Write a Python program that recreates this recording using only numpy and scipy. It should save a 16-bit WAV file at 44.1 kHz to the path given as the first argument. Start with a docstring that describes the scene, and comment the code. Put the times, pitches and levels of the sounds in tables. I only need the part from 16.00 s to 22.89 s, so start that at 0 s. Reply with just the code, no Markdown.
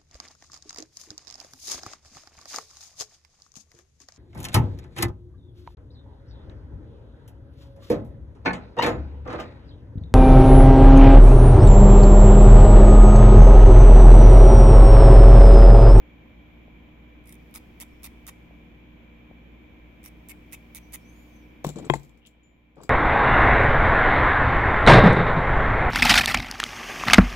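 """Screwdriver on vape coils

A small screwdriver rakes the wire coils of a hand-held vape mod, in two runs of five strokes: each slip
is a burst of shaped noise that rings a post and a wire. Thin gliding sines squeal, the last after the tenth.
Then the grip shifts: the case rubs as grainy noise, clicks, and is knocked as a set of decaying modes, hard
enough to pull the recorder's gain down. A fan's air noise and low steady hum lie under it in a small, quiet room."""
import sys
import numpy as np
from scipy import signal
from scipy.fft import rfft, irfft, next_fast_len
from scipy.io import wavfile
from scipy.ndimage import uniform_filter1d, minimum_filter1d, map_coordinates

SR = 44100
rng = np.random.default_rng(int(sys.argv[2]) if len(sys.argv) > 2 else 0)


def generate_wav(signal):
    """Clip the signal to [-1, 1] and save it as 16-bit WAV at the path in sys.argv[1]."""
    frames = np.transpose(np.atleast_2d(signal))
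    scaled = np.clip(frames, -1, 1) * 32767
    pcm = np.round(scaled).astype(np.int16)
    wavfile.write(sys.argv[1], SR, pcm)


N = 303981

# All table levels are relative dB: later gains add to them.
# Blade strokes over the coil. Each row: first slip in seconds, length in seconds, pace (1 even, less =
# speeding up), middle slip in dB, last slip over first in dB, outer slips under the middle in dB, drag in dB,
# pressure (weight of the lower spectrum) in dB, post ring in Hz, its gain in dB, wire ring in Hz, its gain in dB.
STROKES = [(1.255, 0.1, 1.2, -61.5, 1, -1, -62, 2, 2200, 12, 9500, 11),
           (1.541, 0.039, 0.82, -36.5, -4.5, -0.5, -49, -0.5, 3350, -1, 5300, 1),
           (1.801, 0.032, 0.88, -32.5, -9, 1.5, -47, -0.5, 3380, 4, 5500, 2),
           (2.0321, 0.04, 0.83, -34.5, -5.5, 0, -47, -1.5, 2200, -4, 5340, 4.2),
           (2.267, 0.028, 0.6, -32, 0, 0, -51.5, 3.5, 2400, -5.5, 6700, 3.7),
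           (4.040, 0.048, 0.81, -43, -11, 0, -52.5, -3, 2150, 11, 8100, 4.3),
           (4.2864, .0305, .78, -36.5, -4, -1, -54.5, -6, 2190, 14, 7700, 3),
           (4.524, 0.026, 0.83, -34, -7, 2, -46.5, -6, 2320, 12.5, 7200, 6.6),
           (4.7481, 0.037, 0.96, -36, -12, 0.5, -51.5, -5, 2300, 9, 6160, 7),
           (4.9319, 0.025, 1.17, -29.5, 4, 3.5, -41.5, -7, 2010, 8.5, 6560, 7)]
# Single touches of the blade on the wire. Each row: start in seconds, level in dB.
TICKS = [(1.24, -57.5), (1.257, -49), (1.273, -41), (1.2925, -39), (1.3245, -33.5), (1.342, -47),
         (1.353, -49), (1.511, -55), (2.023, -52.5), (4.031, -47), (4.035, -51.5), (4.515, -48.5),
         (4.921, -47), (4.924, -37.5)]
# Spectrum of a scratch on the wire. Each row: frequency in Hz, level in dB.
WIRE_SPECTRUM = [(500, -20), (900, 4.5), (1200, 3.5), (1500, -9.5), (2150, 3), (3000, -1), (4500, -5),
                 (6000, -4), (7500, -0.5), (9500, -3), (12500, 1.5), (15500, -0.5)]
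# Ringing posts of the coil deck. Each row: centre in Hz, width in Hz, level in dB.
DECK_MODES = [(1980, 150, -0.5), (2220, 57, -2.5), (2574, 39, 1.5), (3650, 40, 9.5), (5060, 89, -4)]
# Thin squeals, one curve each. Each row of a curve: time in seconds, pitch in Hz, level in dB.
WHISTLES = [
    [(1.85, 5420, -100), (1.9, 5400, -82), (2.0, 5360, -87), (2.04, 5350, -102)],
    [(4.8, 5730, -88), (4.834, 5897, -69), (4.87, 6050, -74), (4.91, 6140, -78), (4.98, 6300, -90)],
    [(5.0, 5320, -82), (5.034, 5483, -76), (5.066, 6100, -67), (5.12, 6348, -71), (5.18, 6800, -75),
     (5.228, 7000, -71), (5.27, 6750, -75), (5.322, 6304, -77), (5.392, 6160, -66.5), (5.44, 5700, -75),
     (5.47, 5550, -95)],
    [(5.48, 6200, -78), (5.495, 5950, -78), (5.515, 5700, -97)],
]
# Upper modes of the squeals. Each row: ratio to the pitch, level in dB.
WHISTLE_MODES = [(1.29, -9.5), (1.64, -4), (1.79, -5.5)]
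# Treble hiss over time. Each row: time in seconds, level in dB.
HISS_LEVEL = [(0, -100), (1.2, -98), (1.4, -74.5), (2.249, -76), (2.6, -82), (3.2, -112), (3.9, -85),
              (4.17, -76.5), (5.06, -71.5), (5.3, -70), (5.62, -80), (6.05, -64), (6.3, -105)]
# Treble hiss spectrum. Each row: frequency in Hz, density in dB per Hz.
HISS_SPECTRUM = [(2000, -28), (4300, 3.5), (6500, 1), (8500, -8.5), (11000, -4), (14000, 4.5),
                 (15600, -1.5)]
# Knocks on the case. Each row: start in seconds, ring in dB, contact softness corner in Hz, place (0 middle,
# 1 edge), pitch ratio, left minus right in dB, thud in dB, thud pitch in Hz.
KNOCKS = [(5.6457, -19.5, 1900, 0.17, 1.06, -5, -18, 590),
          (5.665, -17.5, 130, 0.081, 1.03, -4.5, -22.5, 233), (5.7579, -32, 386, .12, 1.04, -6, -28, 230),
          (5.8989, -7, 3510, 0.25, 1.0, 0.5, -20.5, 760), (5.9365, -11, 2840, 0.97, 1.01, 0, -20.5, 760)]
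# Modes of the case. Each row: frequency in Hz, level in dB, t60 in seconds, extra at the edge in dB.
CASE_MODES = [(52.2, -37.5, 0.97, -5), (142.2, -11, 0.3, -14), (355.7, -4, 0.053, -12.5),
              (429, -10.5, 0.038, -6.5), (680, -4.5, 0.014, -0.5), (886, -16.5, 0.045, 12.5),
              (1030, -5, .032, -4), (1594, -12, .016, -3), (1890, -13.5, 0.018, 6),
              (2090, -14.5, 0.021, 5.5), (2440, -13, 0.021, -8.5), (2580, -31.5, 0.16, -16),
              (3250, -30, 0.17, -26), (3270, -4, 0.015, -21.5), (3850, -18, 0.015, -7)]
# Finger bumps too dull to ring the case. Each row: start in seconds, level in dB, pitch in Hz.
BUMPS = [(0.680, -44.5, 594), (2.509, -45.5, 620), (3.308, -50, 200), (3.3115, -41.5, 560),
         (3.317, -55, 620), (5.688, -33.5, 620), (5.7657, -33, 480), (5.7712, -27, 332), (5.781, -34, 435),
         (5.7867, -35, 768), (5.798, -35, 540), (5.811, -36.5, 280), (5.818, -39, 201), (5.839, -38, 290),
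         (5.870, -39, 400), (5.876, -37, 330)]
# Clicks of the button and loose fittings. Each row: start in seconds, level in dB, treble sizzle in dB.
CLICKS = [(5.6425, -37.5, 9.5), (5.647, -34, 7), (5.6662, -37.5, 10.5), (5.69, -32, 0.5),
          (5.759, -41.5, -18), (5.7655, -52, -23.5), (5.785, -40, -12), (5.849, -42.5, -17.5),
          (5.9386, -29.5, -4.5), (5.9535, -39, 4), (5.961, -42.5, -0.5), (5.997, -53, 9), (6.032, -48.5, 7),
          (6.047, -53, 5), (6.094, -53, 5), (6.175, -60.5, 13.5), (6.262, -48, 9), (6.269, -42.5, 7.5),
          (6.757, -58, 2), (6.814, -46, -13), (6.825, -50, 2), (6.834, -35, 6)]
# Resonances of the fittings. Each row: centre in Hz, width in Hz, level in dB.
FITTINGS = [(3950, 1000, -2), (6140, 900, -11), (7260, 500, 3), (7930, 490, 2)]
# Lasting ring of the fittings. Each row: frequency in Hz, level in dB, t60 in seconds.
TINKLE = [(5900, -12, 0.059), (6640, -11, 0.064), (7060, -4, 0.083), (7380, -4.5, 0.12), (7880, 3, 0.032),
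          (10430, -11, .08), (12230, -21, .09)]
# Thin steel parts ringing on. Each row: start in seconds, level in dB, pitch in Hz, t60 in seconds.
PINGS = [(5.851, -47.5, 7950, .06), (5.939, -32, 7800, 0.033), (6.273, -57, 7200, 0.1),
         (6.432, -59, 7100, 0.33), (6.815, -54, 7700, .06), (6.834, -45, 7670, 0.12),
         (6.835, -54, 4920, 0.082)]
# Skin sliding on the case. Each row: start in seconds, length in seconds, level in dB, brightness corner in Hz.
RUBS = [(5.649, 0.056, -42, 1000), (5.765, 0.042, -44.5, 650), (5.809, 0.076, -47.5, 379),
        (5.945, 0.022, -38, 604), (6.77, 0.097, -46, 400)]
# Spectrum of sliding skin. Each row: frequency in Hz, level in dB.
SKIN_SPECTRUM = [(60, -10.5), (145, 4.5), (200, -1), (300, 1.5), (420, 0.5), (650, -6.5), (1100, -10),
                 (1600, -13), (4000, -10), (7500, -19.5), (15000, -24)]
# Scuffs with one resonance. Each row: start in seconds, length in seconds, level in dB, centre in Hz, width in Hz.
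SCUFFS = [(6.217, 0.027, -61, 2940, 497), (6.252, 0.028, -52, 3030, 900), (6.767, 0.066, -46.5, 505, 312),
          (6.769, .05, -49, 1000, 604), (6.824, 0.04, -62, 4800, 300), (6.831, 0.01, -45, 1000, 910)]
# Fan air spectra: low, middle, high. Each row: frequency in Hz, density in dB per Hz.
FAN_LOW = [(15, -7.5), (30, -22), (48, -1.5), (75, -3.5), (110, -12.5), (170, -2.5), (240, -5.5),
           (330, -6.5), (400, -14), (520, -14), (700, -17), (1000, -21), (2000, -61)]
FAN_MID = [(410, -38), (700, -23.5), (846, -14), (951, -25), (1030, -6.5), (1120, -11.5), (1430, -11.5),
           (2000, -8.5), (2250, -4.5), (2380, -2), (2720, -12), (3240, -10), (4000, -23), (5200, -45.5),
           (8800, -120)]
FAN_HIGH = [(2500, -26), (4000, 1.5), (5000, 1), (7200, 2.5), (8300, -17.5), (10500, -10), (12500, 0.5),
            (14200, 8), (16000, -22.5)]
# Hum lines of the fan. Each row: frequency in Hz, level in dB rms.
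HUM = [(58.5, -54), (117, -64), (167, -65.5), (233, -61), (303, -61), (485, -74), (1001, -78.5),
       (2328, -70)]
# Left-right likeness of air noise. Each row: frequency in Hz, correlation.
ALIKE = [(60, 0.8), (150, 0.94), (380, 0.46), (950, 0.009), (2380, 0.11), (5980, 0.03), (15000, 0.09)]
# Room decay. Each row: frequency in Hz, t60 in seconds.
ROOM_T60 = [(100, 0.54), (500, 0.38), (3000, 0.37), (8000, 0.5), (15000, 0.22)]
# Colour difference of the two microphone ports. Each row: frequency in Hz, left minus right in dB.
PORTS = [(2000, 1.5), (3000, 5), (4300, 3), (5800, 9.5), (7200, 5), (8300, -11.5), (10500, -16),
         (14000, -6)]
# Lean of the case, which lies to the left. Each row: frequency in Hz, left minus right in dB.
CASE_LEAN = [(60, 12), (150, 7.5), (400, 11.5), (850, 9.5), (1100, 4.5), (1400, 5), (2100, 4.5),
             (3000, 9.5), (8000, 8), (14000, 2)]

TOP_HZ = 15800  # band limit
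WINDINGS = 7
OVERHANG_S = 0.0033  # blade contact before the first slip and after the last
SLIP_SCATTER_DB = -0.5  # random spread of the slips
PRESS_GROWS_DB = 17  # pressure on the last winding over the first
RIPPLE_HZ = 455  # spacing of the random peaks and dips in a scratch
THUD_CYCLES = 0.64  # half-width of a contact's push
# fittings shaken by a knock: level at a 0 dB middle blow, dB per dB of blow, extra at the edge, sizzle
SHAKE_DB, SHAKE_GROWS, SHAKE_EDGE_DB, SHAKE_SIZZLE_DB = -27, 0.99, 6.5, -4


def amp(db):
    """Decibels to gain."""
    return 10 ** (np.asarray(db) / 20)


def unit(x):
    """Scale to rms 1."""
    return x / np.sqrt(np.mean(x ** 2) + 1e-20)


def along(points, hz):
    """Interpolate (Hz, value) points on a log frequency axis."""
    f, v = np.transpose(points)
    return np.interp(np.log(hz + 1), np.log(f + 1), v)


def wobble(rate):
    """Smooth random curve with rate knots a second."""
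    knots = rng.standard_normal(int(N * rate / SR) + 4)
    return map_coordinates(knots, [np.arange(N) * rate / SR])


def filtered(x, response, size=8192):
    """Multiply the spectrum of x by a complex response of frequency."""
    n = x.shape[-1]
    m = next_fast_len(n + size, real=True)
    return irfft(rfft(x, m) * response(np.fft.rfftfreq(m, 1 / SR)), m)[..., :n]


def noise(size, alike):
    """Stereo white noise whose sides share the power fraction alike."""
    share = np.clip(alike, 0, 1)
    common = np.sqrt(share) * rng.standard_normal(size)
    return common + np.sqrt(1 - share) * rng.standard_normal((2, size))


def pan(db):
    """Channel gains for a left-minus-right level."""
    return amp([[db / 2], [-db / 2]])


def add(track, s, sound):
    """Mix a sound in from time s."""
    part = track[..., round(s * SR):][..., :sound.shape[-1]]
    part += sound[..., :part.shape[-1]]


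def bell(hz, centre, width):
    """Zero-phase resonance peak of height 1."""
    return 1 / (1 + (2 * (hz - centre) / width) ** 2)


def resonance(hz, centre, width):
    """Causal response of one mode."""
    return 1j * hz * width / (centre ** 2 - hz ** 2 + 1j * hz * width)


def ripple(hz, depth_db):
    """Fresh set of random peaks and dips in the spectrum."""
    knots = rng.standard_normal(128)
    return amp(depth_db * map_coordinates(knots, [hz / RIPPLE_HZ], mode="nearest"))


def coil(slip_t60_s=0.0059, rise_s=0.00094, slip_db=5, after_db=-27, after_t60_s=0.073, grit_db=4.5,
         ripple_db=4.0, press_hz=4000, tick_press_db=-9, post_width_hz=260, wire_width_hz=380):
    """The blade drops from winding to winding; each slip is a short scratch ringing post and wire."""
    out, t = np.zeros((2, N)), np.arange(SR // 6) / SR

    def scratch(press_db):
        def colour(hz):
            pressed_db = press_db / (1 + (hz / press_hz) ** 2)
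            return ripple(hz, ripple_db) * amp(along(WIRE_SPECTRUM, hz) + pressed_db)
        return unit(filtered(noise(len(t), alike=0.22), colour, size=512))

    decay = amp(-60 * t / slip_t60_s) + amp(after_db - 60 * t / after_t60_s)
    slip = (1 - np.exp(-t / rise_s)) * decay
    grit = amp(grit_db * wobble(700))
    for (s, length_s, pace, db, swell_db, arch_db, drag_db, press_db,
         post_hz, post_db, wire_hz, wire_db) in STROKES:
        # bear down, drag, lift away
        bearing = np.sin(np.pi * np.minimum(t / (length_s + 2 * OVERHANG_S), 1))
        stroke = amp(drag_db) * bearing * scratch(press_db) * grit[round(s * SR):][:len(t)]
        for across in np.linspace(0, 1, WINDINGS):
            level_db = db + swell_db * (across - 0.5) - arch_db * (2 * across - 1) ** 2
            level_db += SLIP_SCATTER_DB * rng.standard_normal()
            touch = scratch(press_db + PRESS_GROWS_DB * (across - 0.5))
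            add(stroke, OVERHANG_S + length_s * across ** pace, amp(level_db + slip_db) * slip * touch)

        def ring(hz):
            post = (amp(post_db) - 1) * resonance(hz, post_hz, post_width_hz)
            wire = (amp(wire_db) - 1) * resonance(hz, wire_hz, wire_width_hz)
            return 1 + post + wire

        add(out, s - OVERHANG_S, filtered(stroke, ring))
    for s, db in TICKS:
        add(out, s, amp(db + slip_db) * slip * scratch(tick_press_db))
    return out


def deck(x, ring_db=-2):
    """The scratches excite a few short resonances of the metal deck."""
    def modes(hz):
        return sum(amp(db) * resonance(hz, centre, width) for centre, width, db in DECK_MODES)
    return x + amp(ring_db) * filtered(x, modes)


def whistles(side_db=13, upper_side_db=-3, level_db=-5, flutter_db=3, waver=0.011,
             upper_hz=6300, upper_width_hz=250):
    """Thin gliding squeals; their upper modes join in as the pitch climbs."""
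    out = np.zeros((2, N))
    flutter = amp(flutter_db * wobble(60))
    drift = 1 + waver * wobble(500)
    for rows in WHISTLES:
        s, hz, db = np.transpose(rows)
        i = np.arange(round(s[0] * SR), round(s[-1] * SR))
        pitch_hz = np.interp(i / SR, s, hz) * drift[i]
        phase = 2 * np.pi * np.cumsum(pitch_hz) / SR
        opening = (1 + np.tanh((pitch_hz - upper_hz) / upper_width_hz)) / 2
        upper = opening * sum(amp(mode_db) * np.sin(ratio * phase) for ratio, mode_db in WHISTLE_MODES)
        level = amp(level_db + np.interp(i / SR, s, db)) * flutter[i] * np.sqrt(2)
        out[:, i] += level * (pan(side_db) * np.sin(phase) + pan(upper_side_db) * upper)
    return out


def thud(t, hz):
    """Push of a contact: about one cycle, with no ring."""
    cycles = t * hz
    return np.sin(2 * np.pi * cycles) * np.exp(-((cycles - 1) / THUD_CYCLES) ** 2)


def knocks(choke_hz=2200, choke_t60_s=0.014, buzz_db=1.5, crack_db=-23, crack_t60_s=0.013,
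           rise_s=0.00037, bump_side_db=-4):
    """Blows ring the case: soft ones its low modes; grip shifts pitch, the next contact chokes high modes."""
    out, t = np.zeros((2, N)), np.arange(SR // 3) / SR
    for k, (s, db, soft_hz, edge, tuning, side_db, thud_db, thud_hz) in enumerate(KNOCKS):
        free_s = KNOCKS[k + 1][0] - s if k + 1 < len(KNOCKS) else 1
        choke = amp(-60 * np.maximum(t - free_s, 0) / choke_t60_s)
        ring = np.zeros(len(t))
        for m, (hz, mode_db, t60_s, edge_db) in enumerate(CASE_MODES):
            decay = amp(mode_db + edge * edge_db - 60 * t / t60_s) / np.hypot(1, hz / soft_hz)
            if hz > choke_hz:
                decay = decay * choke
            ring += (-1) ** m * decay * np.sin(2 * np.pi * tuning * hz * t)
        ring = ring * amp(buzz_db * wobble(370)[:len(t)])  # loose parts roughen the ring
        crack = unit(filtered(noise(len(t), alike=0.6), lambda hz: 1 / (1 + 1j * hz / soft_hz) ** 2))
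        crack = amp(crack_db - 60 * t / crack_t60_s) * crack
        blow = amp(db) * (1 - np.exp(-t / rise_s)) * (ring + crack)
        add(out, s, pan(side_db) * (blow + amp(thud_db) * thud(t, thud_hz)))
    for s, db, hz in BUMPS:
        add(out, s, pan(bump_side_db) * amp(db) * thud(t, hz))
    return out


def clicks(snap_t60_s=0.0096, rattle_db=-20, rattle_t60_s=0.17, sizzle_db=-6, rise_s=0.0011,
           tinkle_db=-14, scatter_db=2.5, body_hz=8600, chatter_db=2.5, chatter_rate=220):
    """Small metal parts snap, rattle briefly in their resonances and ring on; every knock shakes them."""
    out, t = np.zeros((2, N)), np.arange(SR // 3) / SR

    def metal(hz):
        peaks = sum(amp(db) * bell(hz, centre, width) for centre, width, db in FITTINGS)
        return peaks / np.hypot(1, (hz / body_hz) ** 10)

    def treble(hz):
        return hz / (hz + 3000) * (hz < TOP_HZ)

    attack = 1 - np.exp(-t / rise_s)
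    snap = attack * amp(-60 * t / snap_t60_s)
    rattle = attack * amp(rattle_db - 60 * t / rattle_t60_s)
    shaken = [(s, SHAKE_DB + SHAKE_GROWS * db + SHAKE_EDGE_DB * edge, SHAKE_SIZZLE_DB)
              for s, db, _, edge, *_ in KNOCKS]
    for s, db, top_db in CLICKS + shaken:
        body = unit(filtered(noise(len(t), alike=0.22), metal))
        sizzle = unit(filtered(noise(len(t), alike=0.17), treble))
        tinkle = np.zeros((2, len(t)))
        for hz, mode_db, t60_s in TINKLE:
            level_db = mode_db + scatter_db * rng.standard_normal((2, 1))
            tinkle += amp(level_db - 60 * t / t60_s) * np.sin(2 * np.pi * (hz * t + rng.random((2, 1))))
        chatter = unit(amp(chatter_db * wobble(chatter_rate)[:len(t)]))  # uneven bursts
        struck = (snap + rattle * chatter) * (body + amp(sizzle_db + top_db) * sizzle)
        add(out, s, amp(db) * (struck + amp(tinkle_db) * attack * tinkle))
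    for s, db, ping_hz, ping_t60_s in PINGS:
        add(out, s, amp(db - 60 * t / ping_t60_s) * attack * np.sin(2 * np.pi * ping_hz * t))
    return out


def rubs(grip_db=2.5, catch_rate=300, side_db=-5):
    """Skin catches and slides on the case: dull grainy rustles and brief scuffs."""
    out, t = np.zeros((2, N)), np.arange(SR // 4) / SR

    def slide(length_s, colour):
        # a faint remainder lasts to the end of t
        envelope = np.interp(t / length_s, [0, 0.08, 0.8, 1.2, 2], [0.82, 0.94, 1, 0.074, 0.076])
        return envelope * unit(filtered(noise(len(t), alike=0.72), colour))

    for s, length_s, db, bright_hz in RUBS:
        skin = slide(length_s, lambda hz: amp(along(SKIN_SPECTRUM, hz)) / np.hypot(1, hz / bright_hz))
        add(out, s, amp(db) * skin)
    for s, length_s, db, centre, width in SCUFFS:
        add(out, s, amp(db) * slide(length_s, lambda hz: bell(hz, centre, width)))
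    grain = unit(amp(grip_db * wobble(catch_rate)))
    return pan(side_db) * out * grain * np.sqrt(2)


def rush(spectrum):
    """Stereo air noise of rms 1, mixed from mid and side to the likeness of each frequency."""
    def split(hz):
        turn = np.arccos(np.clip(along(ALIKE, hz), -1, 1)) / 2
        return amp(along(spectrum, hz)) * [np.cos(turn), np.sin(turn)]
    mid, side = filtered(rng.standard_normal((2, N)), split)
    return unit(np.array([mid + side, mid - side]))


def hiss(side_db=-1):
    """Faint treble noise that swells with both runs of strokes and again just after the knocks."""
    s, db = np.transpose(HISS_LEVEL)
    return pan(side_db) * amp(np.interp(np.arange(N) / SR, s, db)) * rush(HISS_SPECTRUM)


def fan(low_db=-54, mid_db=-62, high_db=-81, whine_db=-69, whine_hz=2330, whine_width_hz=175,
        drift_rad=0.16):
    """Air noise, a narrow housing resonance and hum lines that waver more the higher they lie."""
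    t = np.arange(N) / SR
    hum = np.zeros(N)
    for hz, db in HUM:
        waver = drift_rad * hz / 100 * wobble(7)  # drift_rad applies at 100 Hz
        hum += amp(db) * np.sqrt(2) * np.sin(2 * np.pi * (hz * t + rng.random()) + waver)
    whine = unit(filtered(noise(N, alike=0.2), lambda hz: bell(hz, whine_hz, whine_width_hz)))
    air = amp(low_db + 0.3 * wobble(5.8)) * rush(FAN_LOW)
    air += amp(mid_db) * rush(FAN_MID) + amp(high_db) * rush(FAN_HIGH)
    return hum + air + amp(whine_db) * whine


def room(x):
    """Soft noise tail in which each frequency dies at its own speed."""
    hz, t, z = signal.stft(rng.standard_normal((2, SR // 2)), SR, nperseg=256)
    decay = amp(-60 * t / along(ROOM_T60, hz)[:, None])
    tail = signal.istft(z * decay, SR, nperseg=256)[1]
    tail = tail / np.linalg.norm(tail[0])
    return signal.fftconvolve(x.mean(0)[None], tail, axes=1)[:, :N]


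def heard(x, lean, lag_s):
    """Close sound at the two ports: their colours, a lean to one side, the left lag_s later."""
    half = np.array([[0.5], [-0.5]])

    def response(hz):
        level_db = half * (along(PORTS, hz) + along(lean, hz))
        return amp(level_db) * np.exp(-2j * np.pi * hz * lag_s * half)

    return filtered(x, response)


def scene(coil_room_db=-19, case_room_db=-21):
    """Close sounds with a little room, over fan and hiss."""
    wire = deck(coil())
    case = knocks() + clicks() + rubs()
    near = heard(wire, [(1000, 0.0037)], lag_s=0.00003) + heard(case, CASE_LEAN, lag_s=0.00013)
    near += whistles()
    tail = room(amp(coil_room_db) * wire + amp(case_room_db) * case)
    return near + tail + fan() + hiss()


def record(dry, limit_db=-2.0, ceiling_db=-11, settle_s=0.18, size=32):
    """Limit peaks; sink the gain by the largest excess so far over the ceiling, and stay down; band-limit."""
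    needed = np.minimum(amp(limit_db) / (np.abs(dry).max(0) + 1e-9), 1)
    limited = dry * uniform_filter1d(minimum_filter1d(needed, size), size)
    excess_db = np.maximum(20 * np.log10(np.abs(limited).max(0) + 1e-9) - ceiling_db, 0)
    step = 1 / (settle_s * SR)
    duck_db = signal.lfilter([step], [1, step - 1], np.maximum.accumulate(excess_db))
    return filtered(limited * amp(-duck_db), lambda hz: hz < TOP_HZ)


dry = scene()
out = record(dry)
generate_wav(out)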